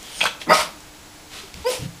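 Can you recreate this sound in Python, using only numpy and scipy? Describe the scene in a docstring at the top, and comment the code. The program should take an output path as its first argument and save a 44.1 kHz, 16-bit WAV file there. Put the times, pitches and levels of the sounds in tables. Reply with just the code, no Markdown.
"""A small dog gives one gruff bark and later a short yip, as its vocal folds chop its breath into pulses.
Each call ends in a huff of rushing air. Before the bark it sniffs and splutters a wet snort through its
nose; before the yip it draws breath, then hops and lands with soft thuds on the carpet.
The furnished living room adds a short echo, over a faint hiss and hum."""
import sys
import numpy as np
from scipy import signal
from scipy.fft import rfft, irfft
from scipy.io import wavfile

SR = 44100
rng = np.random.default_rng(int(sys.argv[2]) if len(sys.argv) > 2 else 0)


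def inscribe(sig):
    """Save sig as 16-bit PCM at rate SR to the path in sys.argv[1].

    A 1-D sig is mono; a 2-D sig holds one channel per row.
    Samples are clipped to [-1, 1] before scaling.
    """
    pcm = np.round(np.clip(np.atleast_2d(sig).T, -1, 1) * 32767)
    wavfile.write(sys.argv[1], SR, pcm.astype(np.int16))


N = 88200
T = np.arange(N) / SR

# pitch and loudness of the bark (t/s, f/Hz, level/dB)
BARK_CURVE = [(0.465, 329.3, -50), (.472, 337.5, -41.5), (.489, 398.3, -31), (.499, 547.3, -15),
              (.509, 631.6, -11.5), (.527, 653.5, -12), (0.536, 581, -19.5), (0.546, 497, -20.5),
              (0.557, 455, -29)]
# mouth opening in the bark (t/s, factor on the throat's frequencies)
MOUTH_OPENING = [(.468, 1.2), (.495, 0.68), (.51, 1.04), (.526, 1.04), (.545, 0.87)]
# where the throat rings (f/Hz, width/Hz, level/dB, how much it follows the mouth 0-1)
THROAT_BANDS = [(620, 340, -0.5, 0.7), (1010, 380, -2, 0.7), (1316, 330, -1, 1), (2016, 220, 0.5, 0.13),
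                (2360, 210, -11, 0), (2790, 220, -13.5, 0.2), (3540, 330, -14.5, 0)]
# chest growl under the bark (t/s, level/dB)
GROWL_CURVE = [(0.467, -45), (0.472, -31), (0.487, -26), (.515, -21.5), (0.529, -55), (0.534, -42)]
# nose whistle as the bark turns into a huff (t/s, f/Hz, level/dB)
WHISTLE_CURVE = [(0.489, 4900, -35), (0.507, 4760, -26.5), (0.524, 4770, -26), (0.541, 5500, -25),
                 (.562, 5730, -37), (.585, 5800, -57)]
# pitch and loudness of the yip (t/s, f/Hz, level/dB)
YIP_CURVE = [(1.644, 431.3, -45), (1.651, 448.8, -32.5), (1.667, 489.6, -19.5), (1.673, 509.6, -19),
             (1.696, 517.8, -22), (1.699, 508.6, -30.5), (1.722, 480.4, -32), (1.746, 405, -51)]
# strength of the yip's harmonics (f/Hz, level/dB)
YIP_COLOUR = [(480, -4), (900, -2.5), (1050, -22.5), (1500, -21.5), (2000, -20), (2500, -21), (3200, -22.5),
              (3900, -39), (14000, -38)]
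# squeaks over the yip (peak t/s, rise/s, fall/s, f/Hz, glide/(Hz per s), level/dB)
SQUEAKS = [(1.665, .007, 0.018, 4850, 23992, -33.5), (1.699, .008, 0.01, 13950, -3000, -41),
           (1.72, .005, .007, 10400, -2000, -37)]
# breaths out (t/s, rise/s, hold/s, time to fade 20 dB/s, level/dB, sag/dB)
HUFFS = [(0.524, 0.016, 0.072, 0.071, -20, -2), (1.663, 0.043, 0.045, 0.09, -27, -2.5)]
# tone colour, one list per huff (f/Hz, level/dB)
HUFF_COLOURS = [
    [(80, -38), (250, -32), (400, -28), (600, -3), (790, -13), (950, -4.5), (1270, -4.5), (1500, -7.5),
     (1730, -13), (1900, -8.5), (2350, -6.5), (2650, -8.5), (4300, -9.5), (5400, -9.5), (6500, -18),
     (9200, -13.5), (11000, -23.5), (14000, -26), (15500, -50)],
    [(80, -28), (300, -8), (420, 7), (700, -1.5), (1200, -9), (1750, -7), (2800, -0.5), (3700, -3),
     (5300, -1), (6500, -5), (8000, -6.5), (9600, -5.5), (11500, -14), (14000, -16), (15500, -37)],
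]
# breaths in (t/s, rise/s, hold/s, fade/s, level/dB, sag/dB)
INHALES = [(1.29, 0.056, 0.046, 0.16, -38.5, -0.5), (1.54, 0.025, 0.091, 0.026, -45, -2),
           (0.3974, 0.017, 0.013, 0.04, -36.5, -1.5), (1.79, 0.042, 0.025, 0.021, -40.5, -2)]
# tone colour of a breath in (f/Hz, level/dB)
BREATH_COLOUR = [(200, -16), (450, -7), (1000, -8), (1600, -6.5), (2300, -3), (3500, -1), (5500, -6.5),
                 (8000, -10.5), (12000, -17), (15500, -29)]
# wet pops of the snort (t/s, level/dB, decay/s, f/Hz, width/Hz, spray/dB)
SNORT_POPS = [(0.2067, -15.5, 0.0024, 2420, 1800, -18), (0.211, -12.5, 0.0082, 2610, 1010, -9.5),
              (0.2315, -19.5, 0.0029, 600, 455, 1), (0.2383, -25.5, 0.0015, 2860, 1500, 5),
              (0.24, -15, .0018, 860, 446, 4.5), (0.2544, -12, 0.005, 1430, 910, -3),
              (.262, -20, 0.011, 3020, 1970, -1.5), (0.2702, -24, 0.0093, 1440, 905, -2)]
# where the nose rings (f/Hz, width/Hz, level/dB)
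NOSE_BANDS = [(570, 83, -5), (907, 120, -4), (1544, 140, -2), (2445, 430, -0.5), (3240, 230, 5)]
# tone colour of wet spray (f/Hz, level/dB)
SPRAY_COLOUR = [(180, 10.5), (330, -1.5), (550, 8.5), (3300, -4.5), (4500, -1), (8700, -3.5), (11500, -8.5),
                (12600, -8), (15500, -32)]
# nostril hisses and whistles (peak t/s, rise/s, f/Hz, glide/(Hz per s), width/Hz, level/dB)
SNIFF_BANDS = [(0.12, 0.063, 3160, -600, 640, -44), (0.223, 0.038, 6450, -6000, 600, -39),
               (0.234, 0.039, 4500, -12000, 1200, -33.5), (0.21, 0.055, 8700, -7000, 900, -39.5),
               (0.22, 0.19, 3400, -2, 7800, -39.5)]
# mouth and claw ticks (t/s, level/dB, decay/s, f/Hz, width/Hz, spray/dB)
TICKS = [(0.029, -32.5, 0.0011, 7000, 4000, 1), (0.4155, -29, 0.0079, 2350, 2460, -15),
         (.591, -22.5, 0.0013, 620, 300, -12), (0.804, -40.5, 0.0028, 6500, 5000, 2),
         (1.542, -25, 0.0011, 3080, 2220, -6)]
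# paws on the carpet (t/s, level/dB, f/Hz)
PAW_STEPS = [(0.586, -41.5, 74), (1.433, -42, 394), (1.546, -37.5, 85.5), (1.573, -39, 177),
             (1.598, -35.5, 77), (1.793, -30, 106), (1.821, -25, 137), (1.832, -26.5, 116),
             (1.858, -32, 173), (1.897, -37, 134)]
# first echoes off the furniture (delay t/s, level/dB)
ECHOES = [(.0046, -14.5), (0.0151, -24.5), (0.0159, -10.5)]
# notes at which the room rings (f/Hz, level/dB)
ROOM_NOTES = [(472, 4), (612, -2.5), (668, -5), (752, 4.5), (925, 2), (1005, -1.5), (1076, -5), (1262, 5),
              (1339, -1.5), (1456, -4), (1906, -3.5), (2160, -8), (2302, 2)]
# how long the room's tail takes to fade 60 dB (f/Hz, t/s)
ROOM_FADE = [(200, 0.66), (500, 0.456), (4000, 0.3735), (9000, 0.24), (15000, 0.6)]
# tone colour of the background hiss (f/Hz, level/dB)
HISS_COLOUR = [(15, -6), (25, 0.5), (79, -2), (246, -7), (274, -12), (305, 5), (331, -9.5), (598, -9.5),
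               (848, -7), (1140, -11.5), (2300, -13), (7100, -15.5), (9050, -22), (12000, -25.5),
               (15500, -25)]
# background hum and whine (f/Hz, width/Hz, level/dB)
HUM_BANDS = [(304, 10, -64.5), (7780, 420, -62.5), (10600, 1200, -60.5), (15140, 60, -71)]


def bark(jitter=0.07, unevenness=0.98, roughness=0.5, hiss_db=-16.5):
    """Rough vocal fold pulses, strong and weak in turn, ring the throat as the mouth opens and closes."""
    times, pitch, db = np.transpose(BARK_CURVE)
    cycles = np.cumsum(np.interp(T, times, pitch) * (1 + jitter * wobble(200))) / SR
    pulses = sum(np.cos(2 * np.pi * k * cycles) for k in range(1, 9))
    folds = unit(pulses * (1 + unevenness * np.cos(np.pi * cycles)))
    airflow = 0.39 + np.exp(-(cycles / 2 % 1) / 0.4)  # a puff on every second pulse
    puffs = unit(signal.lfilter([1], [1, -0.7], airflow * rng.standard_normal(N)))
    buzz = (1 - roughness) * folds + roughness * puffs
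    mouth = np.interp(T, *np.transpose(MOUTH_OPENING))
    voice = sum((-1) ** k * amp(band_db) * resonate(buzz, hz * mouth ** share, width)
                for k, (hz, width, band_db, share) in enumerate(THROAT_BANDS))
    hiss = amp(hiss_db) * follow_level(puffs, times, db)
    return low_cut(follow_level(voice, times, db) + hiss + growl() + nose_whistle(puffs), hz=145)


def growl(pulse_hz=173.6, jitter=0.2):
    """Slower, uneven pulses ring the chest under the bark."""
    cycles = np.cumsum(pulse_hz * (1 + jitter * wobble(152))) / SR
    pulses = np.diff(np.floor(cycles), prepend=0) - pulse_hz / SR
    return follow_level(resonate(pulses, hz=266, width=150), *np.transpose(GROWL_CURVE))


def nose_whistle(puffs):
    """The bark's puffs of air ring the nose at a climbing pitch."""
    times, hz, db = np.transpose(WHISTLE_CURVE)
    return follow_level(resonate(puffs, np.interp(T, times, hz), width=420), times, db)


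def yip(jitter=0.008, breathiness=0.015, brighten=0.73, dull_db_per_s=220):
    """A nearly clean note rises and falls; it brightens with effort, then dulls."""
    times, pitch, db = np.transpose(YIP_CURVE)
    hz = np.interp(T, times, pitch) * (1 + jitter * wobble(235))
    phase = 2 * np.pi * np.cumsum(hz) / SR
    effort_db = np.interp(T, times, db) - db.max()
    bright = amp(brighten * effort_db - dull_db_per_s * np.maximum(T - times[2], 0))
    voice = sum(amp(look_up(YIP_COLOUR, k * hz)) * (bright if k > 2 else 1) * np.sin(k * phase)
                for k in range(1, 28))
    return follow_level(voice, times, db) + breathiness * level(times, db) * noise(BREATH_COLOUR)


def squeak(peak, rise, fall, hz, glide, db):
    """A thin, unsteady whistle slides in pitch."""
    t = T - peak
    pitch = (hz + glide * np.clip(t, -rise, 1.6 * fall)) * (1 + 0.0084 * wobble(350))
    return amp(db) * swell(t, rise, fall) * unit(np.sin(2 * np.pi * np.cumsum(pitch) / SR))


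def breath(colour, start, rise, hold, fade, db, sag_db, flutter=0.13):
    """A fluttering rush of air grows, sags a little, then drops 20 dB in each fade time."""
    t = T - start
    drop_db = sag_db * np.clip((t - rise) / hold, 0, 1) - 20 * np.maximum(t - rise - hold, 0) / fade
    air = unit(noise(colour) * (1 + flutter * wobble(170)))
    return amp(db + drop_db) * np.clip(t / rise, 0, 1) * air


def snort(leak_db=-6):
    """A run of wet pops rings the nose; some of the sound leaks straight out."""
    air = sum(pop(*row) for row in SNORT_POPS)
    ringing = sum(amp(db) * signal.lfilter(*signal.iirpeak(hz, hz / width, SR), air)
                  for hz, width, db in NOSE_BANDS)
    return amp(leak_db) * air + ringing


def pop(start, db, decay, hz, width, spray_db):
    """A sudden burst rings at one pitch, with a hiss of spray."""
    shape = (T >= start) * np.exp(-np.maximum(T - start, 0) / decay)
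    ring = unit(resonate(shape * rng.standard_normal(N), hz, width)) * np.sqrt(np.mean(shape ** 2))
    return amp(db) * (ring + amp(spray_db) * shape * noise(SPRAY_COLOUR))


def sniff(fall_s=0.055):
    """Air hisses through the nostrils; each whistle swells, drops in pitch and fades."""
    out = np.zeros(N)
    for peak, rise, hz, glide, width, db in SNIFF_BANDS:
        t = T - peak
        pitch = hz + glide * np.clip(t, -2 * rise, 2 * rise)
        out += amp(db) * swell(t, rise, fall_s) * noise_band(pitch, width)
    return out


def paw(start, db, hz, rise_s=0.0025, decay_s=0.015, scuff_db=-7.5):
    """A soft step: the floor thuds and the carpet scuffs."""
    t = np.maximum(T - start, 0)
    thud = 2 * np.sin(2 * np.pi * hz * t)
    scuff = amp(scuff_db) * noise_band(hz=194, width=270)
    return amp(db) * (1 - np.exp(-t / rise_s)) * np.exp(-t / decay_s) * (thud + scuff)


def room(x, tail_db=-10.5, build_s=0.021, ring_s=0.23):
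    """Sound bounces off the furniture, rings the room and blurs into a short tail."""
    echoes = sum(amp(db) * np.interp(T - delay, T, x, left=0) for delay, db in ECHOES)
    hz, times, bands = signal.stft(rng.standard_normal(SR // 2), SR, nperseg=256)
    tail = signal.istft(bands * amp(-60 * times / look_up(ROOM_FADE, hz)[:, None]), SR, nperseg=256)[1]
    t = T[:len(tail)]
    tail *= np.minimum(t / build_s, 1) ** 2
    rate = np.log(1000) / ring_s  # fades 60 dB in ring_s
    notes = sum(amp(db) * np.cos(2 * np.pi * f * t) for f, db in ROOM_NOTES)
    ringing = 2 * rate / SR * np.exp(-rate * t) * notes
    return x + echoes + signal.fftconvolve(x, ringing + amp(tail_db) * tail / np.linalg.norm(tail))[:N]


def background(hiss_db=-44):
    """Steady hiss with a wavering hum and a soft whine."""
    hiss = amp(hiss_db) * noise(HISS_COLOUR)
    return hiss + sum(amp(db) * noise_band(hz, width) for hz, width, db in HUM_BANDS)


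def amp(db):
    """Turns decibels into a gain."""
    return 10 ** (np.asarray(db) / 20)


def unit(x):
    """Scales a sound to an average strength (rms) of 1."""
    return x / np.sqrt(np.mean(x ** 2) + 1e-20)


def look_up(points, hz):
    """Reads a table between its frequencies, on a log scale."""
    f, value = np.transpose(points)
    return np.interp(np.log(hz + 1), np.log(f), value)


def level(times, db):
    """Gain along a level curve, silent outside it."""
    return amp(np.interp(T, times, db)) * (T >= times[0]) * (T <= times[-1])


def follow_level(x, times, db):
    """Gives a steady sound the loudness of a level curve."""
    gain = level(times, db)
    return gain * x / np.sqrt(np.average(x ** 2, weights=gain ** 2))


def swell(t, rise, fall):
    """A smooth hump that peaks at t = 0."""
    return np.exp(-(t / np.where(t < 0, rise, fall)) ** 2 / 2)


def noise(colour):
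    """Noise with the given tone colour."""
    gain = amp(look_up(colour, np.fft.rfftfreq(N, 1 / SR)))
    return unit(irfft(rfft(rng.standard_normal(N)) * gain, N))


def noise_band(hz, width):
    """Noise around one pitch."""
    return unit(resonate(rng.standard_normal(N), hz, width))


def wobble(hz):
    """Random motion, mostly slower than hz."""
    return unit(irfft(rfft(rng.standard_normal(N)) / (1 + (np.fft.rfftfreq(N, 1 / SR) / hz) ** 2), N))


def resonate(x, hz, width):
    """Lets a sound ring in a band around hz, which may move."""
    spin = np.exp(2j * np.pi * np.cumsum(hz * np.ones(N)) / SR)
    r = np.exp(-np.pi * abs(width) / SR)
    return 2 * (spin * signal.lfilter([(1 - r) ** 2], [1, -2 * r, r * r], x / spin + 1e-18)).real


def low_cut(x, hz):
    """Removes deep bass, which a small body cannot give off."""
    return signal.sosfilt(signal.butter(4, hz, "high", fs=SR, output="sos"), x)


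def scene():
    """The dog in the room, over the background."""
    splutter = low_cut(snort() + sum(pop(*row) for row in TICKS), hz=172)
    calls = bark() + yip() + sum(squeak(*row) for row in SQUEAKS)
    huffs = sum(breath(colour, *row) for colour, row in zip(HUFF_COLOURS, HUFFS))
    inhales = sum(breath(BREATH_COLOUR, *row) for row in INHALES) + sniff()
    steps = sum(paw(*row) for row in PAW_STEPS)
    dog = calls + huffs + inhales + splutter + steps
    return (room(dog) + background())[None]


def record(dry, ceiling=0.88, top_hz=15400):
    """Clips any peak above the ceiling and cuts the highest treble."""
    treble_cut = signal.firwin(511, top_hz, window=("kaiser", 9), fs=SR)
    return signal.oaconvolve(np.clip(dry, -ceiling, ceiling), treble_cut[None], "same")


dry = scene()
out = record(dry)
inscribe(out)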